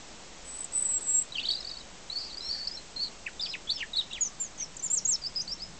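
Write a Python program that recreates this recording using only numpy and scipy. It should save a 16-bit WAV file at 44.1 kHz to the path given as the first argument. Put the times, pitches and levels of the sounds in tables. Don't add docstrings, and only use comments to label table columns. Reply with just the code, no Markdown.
import sys
import numpy as np
from scipy import signal
from scipy.fft import rfft, irfft, next_fast_len
from scipy.io import wavfile
from scipy.ndimage import uniform_filter1d

SR = 44100
rng = np.random.default_rng(int(sys.argv[2]) if len(sys.argv) > 2 else 0)


def linear_from_db(decibels):
    return 10 ** (np.asarray(decibels, float) / 20)


def unload_audio(sound):
    columns = np.transpose(np.atleast_2d(sound))
    steps = np.round(np.clip(columns, -1, 1) * 32767)
    wavfile.write(sys.argv[1], SR, steps.astype(np.int16))


N = 255339


def bird(flutter_db=1.8, clear_flutter_db=0.4):
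    rough = warble() + buzzy_syllables() + reedy_syllable()
    clear = clear_syllables()
    breath = wander(160)
    fluttered = rough * linear_from_db(flutter_db * breath) + clear * linear_from_db(clear_flutter_db * breath)
    return whistles() + level_dips() * fluttered


# [t/s, f/Hz, level/dB]
OPENING_WHISTLES = [
    [(.444, 7600, -57), (.454, 7920, -54), (.49, 7870, -48), (.511, 7810, -43), (.53, 7850, -46),
     (.549, 7870, -44), (.558, 7935, -44), (.572, 7945, -44), (.578, 7960, -56)],
    [(.584, 7995, -47), (.592, 7995, -41), (.6, 7970, -54), (.608, 7950, -37), (.614, 7820, -38),
     (.621, 7900, -50), (.631, 7950, -46), (.636, 7900, -45), (.64, 7900, -52)],
    [(.651, 7930, -48), (.661, 7950, -53)],
    [(1.085, 7050, -56), (1.105, 6950, -53), (1.112, 7000, -60), (1.125, 7050, -53)],
]
# [t/s, f/Hz, level/dB]
HELD_WHISTLES = [
    [(.732, 7995, -42), (.748, 7977, -36), (.76, 8002, -35), (.772, 7967, -31), (.785, 7962, -33),
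     (.797, 7970, -35), (.802, 7970, -44)],
    [(.805, 7992, -44), (.817, 7980, -30.5), (.826, 7930, -30), (.835, 7910, -35.5), (.847, 7900, -38),
     (.855, 7810, -27), (.87, 7710, -26), (.876, 7760, -29), (.882, 7790, -38)],
    [(.884, 7790, -36), (.893, 7770, -27), (.925, 7715, -27), (.932, 7700, -31), (.948, 7670, -27.5),
     (.97, 7640, -27.5), (.977, 7700, -33)],
    [(1.006, 7930, -44), (1.02, 7800, -42), (1.031, 7690, -34), (1.037, 7700, -46), (1.06, 7730, -36.5),
     (1.082, 7620, -33), (1.102, 7580, -29.5), (1.118, 7620, -32), (1.128, 7660, -39)],
    [(1.129, 7660, -39), (1.14, 7620, -31), (1.152, 7570, -25), (1.17, 7560, -28), (1.182, 7580, -30),
     (1.188, 7600, -23.5), (1.193, 7620, -31), (1.199, 7660, -29), (1.204, 7700, -40)],
    [(1.04, 8170, -52), (1.07, 8215, -46), (1.085, 8190, -37), (1.1, 8160, -34), (1.126, 8130, -36),
     (1.15, 8160, -35), (1.18, 8240, -37), (1.2, 8100, -39)],
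    [(1.135, 7050, -49), (1.175, 6880, -48), (1.2, 7100, -53)],
]


def whistles(fade_s=0.0013, waver_hz=11):
    out = np.zeros(N)
    waver = waver_hz * wander(94)
    for rows in OPENING_WHISTLES + HELD_WHISTLES:
        s, hz, db = np.transpose(rows)
        t = np.arange(s[0], s[-1], 1 / SR)
        pitch_hz = np.interp(t, s, hz) + waver[round(s[0] * SR):][:len(t)]
        edge = np.clip(np.minimum(t - s[0], s[-1] - t) / fade_s, 0, 1)
        level = np.interp(t, s, linear_from_db(db)) * edge
        add(out, s[0], membrane(np.cumsum(pitch_hz) / SR, level, octave_db=-70))
    return out


# [t/s, length/ms, start f/Hz, end f/Hz, level/dB]
BUBBLING_PIPS = [(1.322, 6.4, 3910, 3900, -34.5), (1.332, 4.9, 4000, 4600, -45),
                 (1.368, 12, 4310, 4900, -39), (1.381, 30, 4650, 4600, -47), (1.394, 8.3, 2920, 4100, -33),
                 (1.403, 7.4, 3760, 3400, -37), (1.412, 10, 3690, 3400, -42), (1.429, 14, 4200, 4700, -38),
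                 (1.461, 8.6, 4260, 5200, -46), (1.497, 8.7, 3210, 3260, -33.5),
                 (1.504, 10, 3790, 4000, -25.5), (1.51, 5.4, 4270, 5400, -28.5),
                 (1.514, 8.8, 4400, 4800, -28), (1.521, 4, 4540, 4100, -32), (1.525, 6, 4080, 4000, -35),
                 (1.533, 10.6, 3900, 4000, -34), (1.543, 5, 4400, 4800, -41), (1.546, 5.5, 4960, 4850, -38),
                 (1.552, 8.3, 4800, 4700, -28.5), (1.565, 4, 3840, 4500, -35),
                 (1.571, 7.2, 4470, 4100, -35), (1.581, 4.5, 4500, 4900, -42),
                 (1.585, 9.8, 4400, 4050, -38), (1.599, 26, 4100, 4700, -45), (1.605, 9.4, 5200, 5000, -35),
                 (1.626, 7, 4370, 3700, -42.5), (1.643, 18, 3710, 3820, -50), (1.648, 8.8, 4470, 4600, -34),
                 (1.667, 6, 4020, 4450, -43.5), (1.672, 8.5, 4420, 4800, -34), (1.68, 15, 4500, 5370, -40),
                 (1.694, 7.7, 4850, 3800, -40), (1.7, 13, 3850, 3800, -46), (1.714, 7, 4440, 4700, -30.5),
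                 (1.724, 26, 4660, 4400, -46), (1.752, 11, 3960, 3800, -46.5), (1.769, 8, 4350, 4500, -36),
                 (1.785, 8, 4770, 5300, -46), (1.796, 5, 4820, 3800, -48), (1.803, 18, 4080, 3800, -48.5)]
# [t/s, length/ms, start f/Hz, end f/Hz, level/dB]
FLICKS_AND_SIDE_NOTES = [(0.643, 7.7, 8300, 7170, -35), (0.722, 8.2, 7400, 8950, -40),
                         (.975, 7.8, 7730, 7260, -32.5), (1.209, 18.8, 7830, 7620, -30.5),
                         (2.238, 33, 5300, 5300, -49), (2.55, 59, 5580, 5290, -51),
                         (2.548, 14, 1960, 1760, -53), (2.58, 18, 1690, 1900, -54),
                         (2.61, 22, 1890, 1685, -55), (3.397, 11, 7150, 7260, -46.5),
                         (2.771, 11, 4330, 4010, -37), (2.781, 19, 4005, 4300, -47),
                         (3.28, 17, 3200, 2680, -52), (3.771, 46, 3550, 2880, -44),
                         (3.782, 28, 6900, 6040, -50.5), (3.787, 24, 4870, 4300, -48.5),
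                         (4.104, 9.8, 3820, 3850, -45), (4.225, 130, 1160, 1160, -60.5),
                         (4.01, 9.1, 5200, 5200, -49), (3.512, 19, 4000, 4300, -44),
                         (4.112, 12, 3490, 3400, -48), (4.232, 14, 4950, 5360, -47),
                         (4.767, 8.9, 7840, 6300, -38), (4.794, 13, 6440, 5930, -40),
                         (4.875, 12, 6970, 5100, -43), (4.927, 8, 7100, 6200, -48.5),
                         (5.155, 8.7, 5300, 3730, -38)]


def warble(fade_s=0.0036, droop_db=8.5, waver_hz=35, sag=0.15, crest=0.27):
    out = np.zeros(N)
    waver = waver_hz * wander(180)
    swing_hz, shake = buzz()
    for s, ms, start_hz, end_hz, db in BUBBLING_PIPS + FLICKS_AND_SIDE_NOTES:
        t = np.arange(-fade_s / 2, ms / 1000 + fade_s / 2, 1 / SR)
        u = t / (ms / 1000)
        at = slice(round(s * SR), round(s * SR) + len(t))
        trembling = shake[at] * (swing_hz[at.start] > 0)
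        glide_hz = start_hz + (end_hz - start_hz) * u
        glide_hz -= sag * abs(end_hz - start_hz) * np.sin(np.pi * u)
        turns = np.cumsum(glide_hz + waver[at] + swing_hz[at] * trembling) / SR
        level = linear_from_db(db - droop_db * (u - crest) ** 2) * round_edge(t, fade_s)
        add(out, s + t[0], membrane(turns, level, octave_db=-23.5))
    return out


# [t/s, f/Hz, level/dB]
SLURRED_SYLLABLES = [
    [(2.099, 3870, -32.5), (2.106, 4060, -33), (2.113, 4130, -45), (2.13, 4430, -32.5), (2.146, 4420, -46),
     (2.164, 4390, -28.5), (2.197, 4750, -38), (2.221, 4550, -36.5)],
    [(2.219, 4260, -39.5), (2.26, 4620, -45), (2.295, 4520, -47.5), (2.312, 3850, -44.5), (2.32, 4000, -45)],
    [(2.322, 4300, -45), (2.333, 4650, -43), (2.339, 4600, -54), (2.346, 4400, -35), (2.35, 4450, -46)],
    [(2.408, 4030, -33), (2.415, 4110, -44), (2.425, 3970, -41.5), (2.468, 4270, -41), (2.48, 4120, -48.5),
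     (2.497, 4350, -31.5), (2.514, 4670, -30.5), (2.525, 4370, -35)],
    [(2.523, 4530, -31), (2.56, 4340, -39), (2.598, 4570, -41), (2.616, 4420, -36.5), (2.647, 4570, -42),
     (2.662, 4630, -40)],
    [(2.672, 4200, -23.5), (2.675, 4640, -24), (2.681, 5280, -31.5), (2.69, 4700, -45)],
]
# [t/s, f/Hz, level/dB]
FALLING_SYLLABLES = [
    [(2.962, 4080, -38), (2.97, 4266, -35), (2.987, 4100, -40), (3.008, 4370, -31), (3.022, 4570, -31),
     (3.031, 4380, -29.5), (3.07, 4220, -41), (3.085, 3980, -45)],
    [(3.262, 2185, -45), (3.267, 2740, -30.5), (3.275, 1980, -34.5), (3.292, 1370, -50.5)],
    [(3.396, 3710, -32), (3.404, 3490, -35.5), (3.41, 4000, -34), (3.413, 4940, -39), (3.417, 5160, -30),
     (3.422, 4800, -35)],
    [(3.424, 4760, -29), (3.428, 5160, -32), (3.432, 4660, -35), (3.437, 4660, -27), (3.449, 4560, -35),
     (3.456, 3770, -35.5), (3.472, 2500, -45.5), (3.482, 2370, -52.5)],
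    [(3.454, 5400, -42), (3.478, 4760, -45), (3.487, 5090, -41), (3.507, 5150, -35), (3.514, 5160, -47),
     (3.528, 4710, -42)],
    [(3.53, 4350, -42.5), (3.54, 2755, -33), (3.545, 2300, -33.5), (3.549, 2740, -30.5),
     (3.557, 1490, -40.5)],
    [(3.803, 2970, -38.5), (3.813, 2824, -36), (3.818, 2810, -33.5), (3.83, 1966, -31.5),
     (3.837, 1644, -37), (3.844, 1920, -48), (3.85, 1600, -52)],
]
# [t/s, f/Hz, level/dB]
TUMBLING_SYLLABLES = [
    [(1.343, 3950, -43), (1.349, 3760, -42), (1.353, 3300, -37), (1.358, 3120, -27.5), (1.366, 2940, -41.5),
     (1.378, 2770, -41)],
    [(1.38, 2820, -36), (1.386, 2665, -29), (1.39, 2575, -35), (1.394, 2840, -35), (1.402, 2780, -47),
     (1.42, 2565, -48), (1.432, 2380, -48)],
    [(1.436, 2895, -47), (1.446, 3090, -35), (1.451, 3260, -42), (1.455, 3810, -26), (1.46, 3880, -34.5),
     (1.466, 4190, -35), (1.475, 3520, -33.5), (1.484, 3220, -44)],
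    [(3.671, 3050, -50), (3.679, 3520, -40), (3.689, 3270, -50), (3.695, 3490, -31), (3.703, 3910, -24),
     (3.71, 4560, -32), (3.719, 4480, -25), (3.727, 4360, -39)],
    [(3.933, 3960, -39), (3.941, 3770, -28.5), (3.949, 3390, -44), (3.959, 3900, -29.5),
     (3.966, 4150, -33.5), (3.972, 4450, -21.5), (3.976, 4170, -28)],
    [(3.977, 4070, -27), (3.985, 3860, -28.5), (3.995, 3890, -24.5), (4.008, 3650, -33.5),
     (4.021, 2820, -44)],
]


def buzzy_syllables():
    return slur(SLURRED_SYLLABLES + FALLING_SYLLABLES + TUMBLING_SYLLABLES, octave_db=-26, buzzy=True)


# [t/s, f/Hz, level/dB]
REEDY_SYLLABLES = [
    [(4.105, 2894, -67), (4.116, 2735, -38.5), (4.125, 2945, -49.5), (4.133, 3910, -31.5),
     (4.14, 3290, -44), (4.149, 3470, -38.5), (4.189, 1800, -46)],
]


def reedy_syllable():
    return slur(REEDY_SYLLABLES, octave_db=-14, buzzy=False)


# [t/s, f/Hz, level/dB]
UPPER_SYLLABLES = [
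    [(2.372, 4400, -35), (2.375, 4820, -34), (2.377, 4830, -51), (2.382, 4820, -30.5), (2.388, 4830, -44),
     (2.412, 4830, -48), (2.428, 5340, -43), (2.459, 5480, -40), (2.478, 5410, -42), (2.492, 5485, -34.5),
     (2.503, 5350, -46)],
    [(2.713, 4970, -34.5), (2.73, 5040, -45), (2.755, 5500, -39), (2.765, 5400, -41.5)],
    [(4.597, 2700, -56), (4.606, 3670, -48), (4.616, 2110, -49), (4.631, 2620, -54)],
    [(3.721, 6500, -58), (3.731, 5730, -46), (3.752, 5290, -44), (3.77, 5200, -32), (3.776, 5260, -46),
     (3.785, 4900, -56)],
    [(1.486, 4450, -28), (1.492, 4424, -20.5), (1.497, 4380, -28), (1.499, 4430, -32)],
    [(4.209, 6950, -25), (4.234, 6700, -25), (4.242, 6350, -37), (4.25, 6740, -32), (4.259, 6100, -29.5),
     (4.275, 6070, -33.5), (4.288, 5040, -53)],
    [(4.399, 7340, -38), (4.408, 7320, -30.5), (4.429, 7250, -31), (4.441, 6930, -34), (4.466, 6220, -44),
     (4.479, 6200, -52)],
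]
# [t/s, f/Hz, level/dB]
PIERCING_SYLLABLES = [
    [(4.578, 6880, -44), (4.593, 5750, -44.5), (4.602, 6400, -33.5), (4.61, 6420, -31), (4.617, 5700, -34),
     (4.629, 6040, -32), (4.648, 5200, -40)],
    [(4.824, 6840, -41), (4.833, 7330, -35), (4.842, 7470, -28), (4.852, 7300, -30.5), (4.857, 7100, -36),
     (4.864, 6720, -29), (4.872, 7300, -34)],
    [(4.901, 7180, -29), (4.909, 7100, -28.5), (4.918, 7400, -24), (4.924, 7550, -36.5), (4.938, 7640, -24),
     (4.946, 7620, -26), (4.954, 6300, -36)],
    [(4.955, 7750, -47), (4.961, 7370, -33), (4.966, 7250, -31), (4.972, 7050, -24.5), (4.981, 6250, -24.5),
     (4.988, 5530, -28.5), (4.999, 3900, -54)],
    [(5.049, 7440, -35), (5.055, 6770, -22), (5.064, 6500, -26.5), (5.072, 7000, -44)],
    [(5.075, 7480, -28), (5.094, 7640, -26.5), (5.112, 7260, -27.5), (5.131, 6100, -24),
     (5.14, 5410, -25.5), (5.146, 5340, -26.5), (5.156, 5280, -27)],
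]
# [t/s, f/Hz, level/dB]
CLOSING_HOOKS = [
    [(5.218, 4900, -44), (5.226, 4760, -41), (5.234, 4900, -48)],
    [(5.238, 4800, -33), (5.241, 4580, -31.5), (5.244, 4440, -44), (5.25, 4620, -30), (5.257, 4580, -39),
     (5.263, 4870, -30.5), (5.272, 5240, -29.5), (5.279, 5240, -42)],
    [(5.353, 4520, -36), (5.357, 4870, -52), (5.361, 4980, -29), (5.372, 5150, -29), (5.388, 4950, -32),
     (5.393, 4870, -50), (5.404, 4940, -24)],
    [(5.405, 5020, -25), (5.413, 5730, -39), (5.42, 6260, -32.5), (5.427, 6820, -50.5), (5.432, 6370, -56)],
    [(5.474, 3910, -48), (5.48, 4480, -34), (5.486, 4570, -41), (5.497, 4850, -37), (5.513, 4790, -35.5),
     (5.524, 5410, -31.5), (5.535, 5430, -31), (5.538, 5550, -42)],
    [(5.538, 5700, -48), (5.544, 6170, -45), (5.55, 6000, -57)],
    [(5.584, 3850, -57), (5.61, 4570, -41), (5.616, 4710, -49), (5.622, 5004, -35), (5.638, 5140, -37.5),
     (5.646, 5130, -48), (5.68, 5080, -57)],
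]


def clear_syllables():
    return slur(UPPER_SYLLABLES + PIERCING_SYLLABLES + CLOSING_HOOKS, octave_db=-40, buzzy=False)


def slur(syllables, octave_db, buzzy, fade_s=0.004, ease_s=0.0019, waver_hz=35, throb_db=2.6):
    out = np.zeros(N)
    waver = waver_hz * wander(200)
    swing_hz, shake = buzz()
    ease = round(ease_s * SR)
    for rows in syllables:
        s, hz, db = np.transpose(rows)
        t = np.arange(s[0] - fade_s / 2, s[-1] + fade_s / 2, 1 / SR)
        at = slice(round(t[0] * SR), round(t[0] * SR) + len(t))
        pitch_hz = uniform_filter1d(np.interp(t, s, hz), size=ease)
        turns = np.cumsum(pitch_hz + waver[at] + buzzy * swing_hz[at] * shake[at]) / SR
        effort_db = uniform_filter1d(np.interp(t, s, db), size=ease)
        effort_db += buzzy * throb_db * shake[at] * (swing_hz[at] > 0)
        add(out, t[0], membrane(turns, linear_from_db(effort_db) * round_edge(t, fade_s), octave_db))
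    return out


# [t/s, length/ms, trembles/Hz, pitch swing/Hz]
BUZZY_STRETCHES = [
    (1.372, 62, 200, 120),
    (1.458, 28, 230, 350),
    (1.523, 26, 180, 160),
    (1.562, 30, 180, 120),
    (2.18, 140, 280, 280),
    (2.52, 80, 230, 240),
    (2.627, 40, 200, 180),
    (3.034, 56, 250, 230),
    (3.457, 80, 220, 150),
    (3.766, 45, 140, 380),
]


def buzz(uneven=0.46):
    swing_hz, rate_hz = np.zeros((2, N))
    for s, ms, trembles_hz, hz in BUZZY_STRETCHES:
        length = round(ms * SR / 1000)
        add(swing_hz, s, np.full(length, hz))
        add(rate_hz, s, np.full(length, trembles_hz))
    turns = np.cumsum(rate_hz * (1 + uneven * wander(90))) / SR
    return swing_hz, np.sin(2 * np.pi * turns)


BRIEF_DIPS = [1.5005, 2.1992, 2.5073, 2.5237, 2.5604, 2.6776, 2.7219, 2.7442, 3.4325, 3.4418, 3.4798,
              3.4956, 3.6867, 4.1435, 4.147, 4.2465, 4.256, 4.2625, 4.2792, 4.4345, 4.4446, 4.4602,
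              4.5968, 4.613, 4.6209, 4.6341, 4.641, 4.969, 4.9825, 5.0745, 5.1343]


def level_dips(dip_s=0.0012, depth=0.8):
    gap = (np.arange(N) / SR - np.array(BRIEF_DIPS)[:, None]) / dip_s
    return np.prod(1 - depth * np.exp(-gap ** 2), axis=0)


def membrane(turns, level, octave_db):
    swing = np.sin(2 * np.pi * turns) + linear_from_db(octave_db) * np.sin(4 * np.pi * turns)
    return np.sqrt(2) * level * swing


def tree(x, t60_s, first_s):
    taps = np.zeros(SR // 2)
    at = np.arange(0, len(taps) - 20, 20)
    taps[at + rng.integers(0, 20, len(at))] = rng.choice([-1., 1.], len(at))
    t = np.arange(len(taps)) / SR
    taps *= linear_from_db(-60 * t / t60_s) * (t > first_s)
    return signal.fftconvolve(x, taps / np.linalg.norm(taps))[:N]


# [f/Hz, density/dB per Hz]
AIR_SPECTRUM = [(15, -8.5), (42, 2), (100, -12), (190, -7), (750, -8.5), (1500, -13.5), (7500, -14)]
# [t/s, level/dB, rumble gain/dB]
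AIR_COURSE = [
    (0, -54, 3),
    (2.501, -55, 5),
    (4.2, -56, 9),
    (5.8, -56.5, 14),
]


def air(swell_db=0.2):
    top_db = AIR_SPECTRUM[-1][1]
    spectrum = AIR_SPECTRUM + [(7800, top_db), (8000, top_db - 6.5), (8030, -120)]
    hiss = coloured(rng.standard_normal(N), spectrum)
    mid = signal.sosfilt(signal.butter(4, [300, 1100], "band", fs=SR, output="sos"), hiss)
    deep = coloured(hiss, [(60, -20.0), (170, -3.5), (330, -36.0)])
    s, db, deep_db = np.transpose(AIR_COURSE)
    t = np.arange(N) / SR
    hiss += (linear_from_db(np.interp(t, s, deep_db)) - 1) * deep
    return hiss / mid.std() * linear_from_db(np.interp(t, s, db) + swell_db * wander(2.1))


def evened(x):
    return x / np.sqrt(np.mean(x ** 2) + 1e-20)


def coloured(x, points):
    size = next_fast_len(len(x) + 4096)
    hz, db = np.transpose(points)
    log_f = np.log(np.fft.rfftfreq(size, 1 / SR) + 1)
    gain = linear_from_db(np.interp(log_f, np.log(hz + 1), db))
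    return irfft(rfft(x, size) * gain, size)[:len(x)]


def wander(hz):
    return evened(signal.lfilter(*signal.butter(2, hz, fs=SR), rng.standard_normal(N)))


def round_edge(t, fade_s):
    return np.sin(np.pi / 2 * np.clip(np.minimum(t - t[0], t[-1] - t) / fade_s, 0, 1)) ** 2


def add(mix, s, sound):
    part = mix[round(s * SR):][:len(sound)]
    part += sound[:len(part)]


def scene():
    song = bird()
    stirred = coloured(song * wander(100), [(1700, -10), (3000, 0), (5500, 0), (7800, -11)])
    crown = linear_from_db(-13) * tree(stirred, t60_s=0.24, first_s=0.005)
    bough = linear_from_db(-10.5) * tree(song, t60_s=0.075, first_s=0.002)
    return (song + bough + crown + air())[None]


def low_pass(x):
    return signal.sosfilt(signal.butter(12, 9350, fs=SR, output="sos"), x)


# [f/Hz, gain/dB]
SMOOTHING_FILTER = [(7300, -0.5), (8000, 0.5), (8400, -11.5), (8700, -23.5), (9000, -36.5), (9400, -92)]


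def record(dry, camera_hz=16000, whine_hz=7680, whine_db=-69, offset=-0.0024):
    t = np.arange(N) / SR
    whine = linear_from_db(whine_db + 2.4 * wander(11)) * np.sin(2 * np.pi * whine_hz * t)
    caught = coloured(dry[0] + whine, [(8300, 0), (9000, -21.0), (10000, -55.0)])
    mirrored = caught * (1 + 2 * np.cos(2 * np.pi * camera_hz * t))
    mix = coloured(mirrored, SMOOTHING_FILTER)[None] + offset
    return low_pass(mix)


dry = scene()
out = record(dry)
unload_audio(out)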